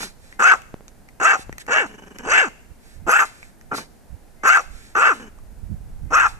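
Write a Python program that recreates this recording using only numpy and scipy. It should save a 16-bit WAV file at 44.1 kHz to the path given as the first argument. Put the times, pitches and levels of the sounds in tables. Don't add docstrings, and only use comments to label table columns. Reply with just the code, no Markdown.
import sys
import numpy as np
from scipy import signal
from scipy.fft import rfft, irfft
from scipy.io import wavfile
from scipy.ndimage import uniform_filter1d

SR = 44100
rng = np.random.default_rng(int(sys.argv[2]) if len(sys.argv) > 2 else 0)


def put_to_file(sound):
    columns = np.atleast_2d(sound).T
    safe = np.clip(columns, -1, 1)
    whole_steps = np.round(safe * 32767)
    wavfile.write(sys.argv[1], SR, whole_steps.astype(np.int16))


N = 281799
TIME = np.arange(N) / SR
CUT_HZ = 14380
# freq_hz, level_db
HUFF_THROAT = [(59, -40.5), (100, -11), (407, -9.5), (599, -21.5), (881, -7), (1010, -21), (1340, -5),
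               (1820, -22.5), (2520, -30.5), (3270, -76), (4000, -50.5), (5200, -70), (8800, -120)]


def amp(db):
    return 10 ** (np.asarray(db) / 20)


def unit(x):
    return x / np.sqrt(np.mean(x ** 2) + 1e-20)


def steady(x, size=900):
    return x / np.sqrt(abs(uniform_filter1d(x ** 2, size)) + 1e-20)


def read(table, hz):
    f, *columns = np.transpose(table)
    return [np.interp(np.log(hz + 1), np.log(f + 1), c) for c in columns]


def add(mix, start_s, sound):
    part = mix[max(round(start_s * SR), 0):][:len(sound)]
    part += sound[:len(part)]


def noise(colour, count):
    db, = read(colour, np.fft.rfftfreq(N, 1 / SR))
    shaped = irfft(rfft(rng.standard_normal(N)) * amp(db), N)
    return unit(shaped[:count])


def wander(hz, count):
    low_pass = signal.butter(2, hz, fs=SR, output="sos")
    return unit(signal.sosfilt(low_pass, rng.standard_normal(SR))[-count:])


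def high_pass(x, hz):
    return signal.sosfilt(signal.butter(4, hz, "high", fs=SR, output="sos"), x)


def resonate(x, hz, width_hz):
    turn = np.exp(2j * np.pi * np.cumsum(hz * np.ones(len(x))) / SR)
    r = np.exp(-np.pi * width_hz / SR)
    low = signal.lfilter([(1 - r) ** 2], [1, -2 * r, r * r], x / turn)
    return 2 * (turn * low).real


def airway(x, modes):
    return sum(amp(db) * resonate(x, hz, width_hz) for hz, width_hz, db in modes)


def folds(hz, rough, doubling=0.95, leak=0.54):
    rough, count = np.clip(rough, 0, 1), len(hz)
    jitter = .115 * rough * wander(170, count)
    turns = np.cumsum(hz * (1 + jitter)) / SR
    pulses = sum(np.cos(2 * np.pi * k * turns) * (k * hz < CUT_HZ) for k in range(1, 40))
    shimmer = 1 + doubling * rough * np.cos(np.pi * turns) + 1.4 * rough * wander(200, count)
    puff_shape = 0.047 + np.exp(-(turns % 1) / 0.36)
    puffs = unit(puff_shape * rng.standard_normal(SR)[:count])
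    voiced = (1 - rough) * pulses * np.sqrt(4 * hz / SR) * shimmer
    drive = voiced + rough ** leak * puffs
    return drive, puffs, np.cos(2 * np.pi * turns) * shimmer


def bark(start_s, length_s, effort_db, sag_db, attack_s, onset_db, release_s, start_hz, top_hz, end_hz,
         top_at, rise_bend, fall_bend, rough_top, rough_end, mouth_hz, chest_jaw_scale, chest_db, edge_db,
         rasp_db, rasp_hz, fizz_db, stretch=0.58, flicker_db=3):
    # freq_hz, width_hz, level_db
    chest_modes = [(477, 290, 2), (790, 480, 7)]
    edge_modes = [(2030, 660, -2), (2567, 290, 3), (2960, 160, -23.5)]
    rasp_modes = [(4850, 340, 0), (6240, 170, 3.5), (7260, 650, -1), (7975, 1800, -1.5),
                  (11040, 3200, -10.5), (13300, 950, -20.5)]
    # share_of_bark (0-1), mouth_ratio, chest_db, edge_db, rasp_db
    jaw = [(0, 1, 1.5, -5, -0.5), (.13, 0.96, 3.5, -6.5, -1.5), (.26, 0.94, -1, -1, 4.5),
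           (.42, 0.97, -0.5, 3, -1.5), (.62, 1.076, -2.5, 1, -1), (.83, 0.94, -0.5, -5, -4),
           (1, .9, -1.5, -8, 1)]
    attack_bend, release_bend, release_db = 0.9, 1.86, 27
    chest_follow, edge_follow, rasp_follow = 0.17, 0.86, 0.67
    rough_onset, rough_clear, clear_at = .62, .22, .3
    rest_rasp_hz = 6665

    t = np.arange(0, length_s, 1 / SR)
    count, share, top_at = len(t), t / length_s, np.clip(top_at, .4, .9)
    swell_db = sag_db * (share - .5) - onset_db * np.maximum(1 - t / attack_s, 0) ** attack_bend
    swell_db -= release_db * np.maximum(1 - (length_s - t) / release_s, 0) ** release_bend
    rising = np.maximum(1 - share / top_at, 0)
    falling = np.maximum((share - top_at) / (1 - top_at), 0)
    hz = top_hz * (start_hz / top_hz) ** (rising ** rise_bend) * (end_hz / top_hz) ** (falling ** fall_bend)
    rough = np.interp(share, [0, clear_at, .75 * top_at, top_at, (1 + top_at) / 2],
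                      [rough_onset, rough_clear, .65 * rough_top, rough_top, rough_end])
    hz = hz * (1 + .07 * rough * wander(50, count))
    drive, puffs, fundamental = folds(hz, rough)

    at, *gesture = np.transpose(jaw)
    ratio, jaw_chest_db, jaw_edge_db, jaw_rasp_db = (np.interp(share, at, c) for c in gesture)
    opening = mouth_hz * ratio / 1470
    mouth = steady(high_pass(resonate(drive, mouth_hz * ratio, 380), 950), size=240)
    mouth *= amp(effort_db + swell_db + 1.3 * wander(42, count))

    slack = np.interp(hz, [420, 720], [3, .2]) * (1 - np.clip(rough, 0, 1))
    chest = steady(high_pass(airway(drive, chest_modes), 210))
    chest = steady(chest + slack * fundamental)
    chest *= amp(chest_db + chest_jaw_scale * jaw_chest_db + chest_follow * swell_db)

    moved_edge = [(f * opening ** 0.36, w, db) for f, w, db in edge_modes]
    edge = steady(airway(drive + 0.33 * rough * puffs, moved_edge))
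    edge *= amp(effort_db + edge_db + jaw_edge_db + edge_follow * swell_db)

    rasp_shift = rasp_hz / rest_rasp_hz * ratio ** stretch
    jet = [(f * rasp_shift, w, db + fizz_db * (f > 9500) + flicker_db * wander(21, count))
           for f, w, db in rasp_modes]
    rasp = steady(high_pass(airway(puffs + drive, jet), 2900))
    rasp *= amp(effort_db + rasp_db + jaw_rasp_db + rasp_follow * swell_db + 1.1 * wander(36, count))
    rasp *= amp(2.5 * np.exp(-((share - 0.27) / 0.053) ** 2))

    shudder = 1 + 0.29 * np.sqrt(np.clip(rough, 0, 1)) * wander(150, count)
    return start_s, shudder * (mouth + chest + edge + rasp) * signal.windows.tukey(count, .03)


def trail(bark_end_s, fizz_db, colour, level_db=-41, decay_s=0.034):
    t = np.arange(6000) / SR
    gain = amp(level_db + 0.98 * fizz_db)
    return bark_end_s - .004, gain * noise(colour, len(t)) * np.exp(-t / decay_s)


def growl(start_s, length_s, level_db, swell_db, start_hz, end_hz, depth, flutter_hz=23.7, crest_s=1.99):
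    # freq_hz, width_hz, level_db
    throat = [(210.2, 280, 5), (840, 650, -7.5), (1580, 380, -4), (2220, 400, -14.5), (2945, 130, -5.5),
              (6240, 3600, -25)]
    t = np.arange(0, length_s, 1 / SR)
    share = t / length_s
    drive, puffs, _ = folds(start_hz + (end_hz - start_hz) * share, 0.21 + 0.47 * depth)
    low = airway(drive, throat[:1])
    upper = airway(.5 * drive + 0.42 * puffs, throat[1:])
    voice = steady(high_pass(low + upper, 110))
    flap = np.tanh(2.9 * np.cos(2 * np.pi * flutter_hz * (start_s + t - crest_s)))
    flutter = unit(1 + np.clip(depth, 0, .95) * flap)
    fade = signal.windows.tukey(len(t), 0.16)
    return start_s, amp(level_db + swell_db * (share - .5)) * flutter * voice * fade


def huff(crest_s, rise_s, level_db, decay_s=.027, throat_db=-12.5):
    # freq_hz, level_db
    nose = [(1000, -19.5), (2000, 0), (2900, -10.5), (4100, 4.5), (5500, -7), (7200, -8), (9500, -3.5),
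            (12000, -7), (14500, -14.5)]
    t = np.arange(max(crest_s - rise_s, 0), crest_s + 0.093, 1 / SR) - crest_s
    swell = np.minimum(1 + t / rise_s, np.exp(-t / decay_s))
    air = noise(nose, len(t)) + amp(throat_db) * noise(HUFF_THROAT, len(t))
    return crest_s + t[0], amp(level_db) * swell * air


def woof(start_s, length_s, level_db):
    count = int(length_s * SR)
    return start_s, amp(level_db) * noise(HUFF_THROAT, count) * signal.windows.tukey(count, .3)


def sniff(centre_s, length_s, level_db, colour):
    count = int(length_s * SR)
    return centre_s - length_s / 2, amp(level_db) * noise(colour, count) * signal.windows.tukey(count, .8)


def click(start_s, level_db, pitch_hz, snap_db):
    t = np.arange(6000) / SR
    ring = np.sin(2 * np.pi * pitch_hz * t) * np.exp(-t * pitch_hz / 3)
    snap = amp(snap_db) * rng.standard_normal(len(t)) * np.exp(-t / 0.0012)
    return start_s, amp(level_db) * (ring + snap)


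def dog():
    bark_rows = [(0.391, 0.17, -11, 3.5, 0.054, 6.5, 0.042, 225.2, 756.7, 563.4, 0.54, 2.76, 1.8, .5, .7, 1488, 0.88, -28.5, -12, -21, 6650, -1.5),
                 (1.199, .174, -13, -6.5, 0.056, 17, 0.038, 242, 798.3, 482.4, .68, 2.8, 2.9, 0.62, .6, 1502, .6, -27, -9.5, -18, 6500, -1.5),
                 (1.678, 0.19, -16.5, -1.5, 0.05, 16, .075, 260.3, 632.7, 216.7, .5, 2.2, 1.6, .55, 0.11, 1630, 0.26, -27, -7.5, -20.5, 6490, -4.5),
                 (2.248, 0.24, -14.5, 5, 0.071, 24, 0.11, 245.5, 817, 193.9, 0.59, 1.89, 1.3, 0.76, 0.031, 1597, 0.35, -26, -4, -16, 6700, -10.5),
                 (3.065, .19, -14, 0, 0.027, 22.6, .034, 293.2, 1023, 524, .74, 1.57, 2.6, 0.72, .35, 1440, 3.1, -29, -11.5, -17, 6900, 6.5),
                 (4.433, .18, -11.5, -3, .035, 14, 0.038, 262.5, 802, 488, .7, 2.5, 2.6, .55, .5, 1467, 1.4, -30, -12, -19.5, 6562, 1.5),
                 (4.95, 0.19, -12, -3, 0.075, 8.4, .032, 281.1, 653.5, 243.7, 0.61, 1.81, 1.5, .5, 0.018, 1443, 0.24, -28, -13.5, -24, 6670, 1.5),
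                 (6.103, 0.18, -13, -3, 0.032, 30.5, 0.021, 258.5, 1000, 683.5, 0.61, 1.6, 2.6, .7, 0.31, 1428, 2.2, -31, -13.5, -22.5, 6270, 5.5)]
    # start_s, length_s, level_db, swell_db, start_hz, end_hz, flutter_depth (0-1)
    growl_rows = [(0, .085, -36.5, -9, 227.5, 169.9, 0.2), (1.857, .11, -41.5, 3.5, 217.6, 209.6, 0.2),
                  (1.971, 0.22, -42.5, 1, 200.7, 204.3, 0.7), (2.184, .1, -35, 6, 213, 281.3, .5),
                  (3.714, .065, -36.5, -4, 290.3, 260.2, .35), (3.775, .065, -38, -5.5, 233.5, 155, 0.2),
                  (5.136, 0.059, -39.5, 1, 235, 223.8, .2), (5.194, .1, -38, -11, 262, 193.8, 0.1)]
    # crest_s, rise_s, level_db
    huff_rows = [(0.033, 0.055, -26.5), (3.775, 0.045, -27.5)]
    # start_s, length_s, level_db
    woof_rows = [(0.029, 0.008, -28.5), (3.712, 0.043, -22.5), (3.78, 0.0071, -26), (3.789, 0.0064, -33.5)]
    # centre_s, length_s, level_db
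    sniff_rows = [(0.285, 0.25, -53), (1.406, 0.09, -40), (1.61, 0.044, -38.5), (2.899, 0.26, -53.5),
                  (3.405, 0.29, -51.5), (4.816, 0.35, -49), (5.194, 0.15, -51.5)]
    # freq_hz, level_db
    breath_colour = [(1000, -23.5), (1700, 1), (2900, -9), (4000, 0), (6000, -12), (7500, -6),
                     (10000, -5.5), (14000, -16)]
    # start_s, level_db, pitch_hz, snap_db (re ring)
    click_rows = [(0.326, -28.5, 1952, -14), (0.619, -38.5, 2700, 5), (0.881, -34.5, 4000, 2),
                  (1.088, -33.5, 2031, -6), (1.527, -24, 1919, -8.5), (1.582, -22, 1950, -0.5),
                  (1.666, -35, 2005, 1), (2.049, -44.5, 1505, -3), (2.186, -27, 2086, 2),
                  (3.429, -27.5, 2200, -13), (3.612, -37.5, 1840, -3), (5.387, -40.5, 1170, -3.5)]
    out = np.zeros(N)
    for source, table in ((bark, bark_rows), (growl, growl_rows), (huff, huff_rows),
                          (woof, woof_rows), (click, click_rows)):
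        for row in table:
            add(out, *source(*row))
    for start_s, length_s, *_, fizz_db in bark_rows:
        add(out, *trail(start_s + length_s, fizz_db, breath_colour))
    for row in sniff_rows:
        add(out, *sniff(*row, breath_colour))
    return out


def echo(x, early_db=-11, late_db=-25, early_s=0.0096):
    # freq_hz, t60_s, level_db (relative)
    tail = [(200, 1, -14.5), (696, 0.23, 16), (1500, 0.66, -11.5), (2780, 0.65, -2), (6000, 0.82, -2.5),
            (14100, 1, -10.5)]
    t = np.arange(SR) / SR
    signs = rng.choice([-1., 1.], (2, 2, SR))
    taps = signs * (rng.random((2, 2, SR)) < 2000 / SR) * (t > .002)
    early = taps[0] * np.exp(-t / early_s)
    hz, age_s, z = signal.stft(taps[1] * (t > .015), SR, nperseg=256)
    t60_s, db = read(tail, hz)
    decay = amp(db[:, None] - 60 * age_s / t60_s[:, None])
    late = signal.istft(z * decay, SR, nperseg=256)[1][:, :SR]
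    response = (amp(early_db) * unit(early) + amp(late_db) * unit(late)) / np.sqrt(SR)
    return signal.fftconvolve(x[None], response, axes=1)[:, :N]


def surroundings(x, count=3, turn_hz=.6):
    shares = np.array([np.maximum(np.cos(2 * np.pi * (turn_hz * TIME + k / count)), 0) for k in range(count)])
    shares /= np.linalg.norm(shares, axis=0)
    return sum(echo(x * share) for share in shares)


def ports(x):
    # freq_hz, left_phase_lead_rad, left_db, right_db
    response = [(186, 0.02, -7, -7.5), (650, 0.54, -1, 1), (1026, 0.7, -2.5, -1), (1333, -1.24, 1.5, -0.5),
                (1456, -1.64, 0.5, -3), (2075.7, -2.5, 1, 1), (2082.3, -3.5, 3, 2), (2464, -5, 2, 2),
                (2484.6, -7, -0.5, -1.5), (4070, -9, -4.5, -5), (6090, -12.5, 3, 2.5),
                (7590, -15.5, -9, 5.5), (8700, -14.5, -31, -2), (10660, -18.5, -17, -3.5),
                (14000, -27.5, -7.5, -7)]
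    hz = np.fft.rfftfreq(N, 1 / SR)
    phase, left_db, right_db = read(response, hz)
    return irfft(rfft(x) * np.array([amp(left_db) * np.exp(1j * phase), amp(right_db)]), N)


def thuds():
    # start_s, peak_db (approx), pulse_width_s
    thud_rows = [(.742, -18, 0.00052), (0.808, -31.5, 0.00042), (1.394, -25.5, 0.00059),
                 (1.495, -19.5, 0.00053), (1.529, -32, .0006)]
    out, t = np.zeros(N), np.arange(2000) / SR
    for start_s, peak_db, width_s in thud_rows:
        u = t / width_s
        add(out, start_s, amp(peak_db) * 2 * u * (2 - u) * np.exp(-u))
    return out


def wind():
    # freq_hz, level_db
    rumble_colour = [(8.8, -26.5), (15, 7), (102, -8), (201, -20), (257, -29.5), (483, -48), (530, -44),
                     (600, -42.5), (780, -71), (1320, -120)]
    # time_s, level_db
    breeze = [(0, -48.5), (2.5, -50.5), (5.1, -49.5), (5.7, -38), (6.39, -38)]
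    # crest_s, length_s, level_db, left_minus_right_db
    gusts = [(.01, 0.13, -50, 16), (0.77, 0.13, -49, 20), (1.508, 0.13, -37, 10), (2.304, .1, -42, -19),
             (3.02, .14, -34, -34), (3.696, 0.17, -48, -7.5), (4.131, 0.081, -36.5, -18.5),
             (4.736, 0.16, -37.5, -20), (5.747, 0.47, -34, -14), (6.06, 0.32, -34.5, -15)]
    # centre_s, length_s, level_db, top_hz (nominal)
    buffets = [(2.717, 0.056, -39.5, 89), (3.02, .11, -39.5, 107.6), (4.136, 0.07, -36.5, 112),
               (5.637, 0.025, -29, 163.4), (5.724, .08, -26, 191.6), (6.053, 0.1, -30, 159.4)]

    def shared(pan_db):
        power = np.array([[amp(pan_db)], [amp(-pan_db)]])
        return power / power.mean()

    power = amp(np.interp(TIME, *np.transpose(breeze))) ** 2 * shared(-4)
    for crest_s, length_s, db, pan_db in gusts:
        swell = np.exp(-(np.pi * (TIME - crest_s) / length_s) ** 2)
        power = power + amp(db) ** 2 * shared(pan_db) * swell
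    out = np.sqrt(power) * np.array([noise(rumble_colour, N) for _ in range(2)])
    for centre_s, length_s, db, top_hz in buffets:
        count = int(length_s * SR)
        low_pass = signal.butter(2, 0.83 * top_hz, fs=SR, output="sos")
        eddy = signal.sosfilt(low_pass, high_pass(wander(top_hz, SR), 52.4))
        add(out[1], centre_s - length_s / 2, amp(db) * unit(eddy[-count:] * np.hanning(count)))
    return out


def garden(level_db=-54):
    # freq_hz, level_db
    hush_colour = [(71, -34), (120, -10.5), (210, -7), (268, -9.5), (302, -12.5), (551, -15), (760, -15.5),
                   (1180, -25), (1530, -22), (3220, -33.5), (4180, -33), (9520, -31), (14500, -35.5)]
    common = noise(hush_colour, N)
    return amp(level_db) * np.array([0.64 * common + 0.86 * noise(hush_colour, N) for _ in range(2)])


def scene():
    voice = dog()
    return ports(voice + surroundings(voice)) + thuds() + wind() + garden()


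def record(dry):
    rounded = dry / (1 + (dry / .95) ** 8) ** (1 / 8)
    low_pass = signal.firwin(1023, CUT_HZ, window=("kaiser", 9), fs=SR)
    return signal.oaconvolve(rounded, low_pass[None], "same")


dry = scene()
out = record(dry)
put_to_file(out)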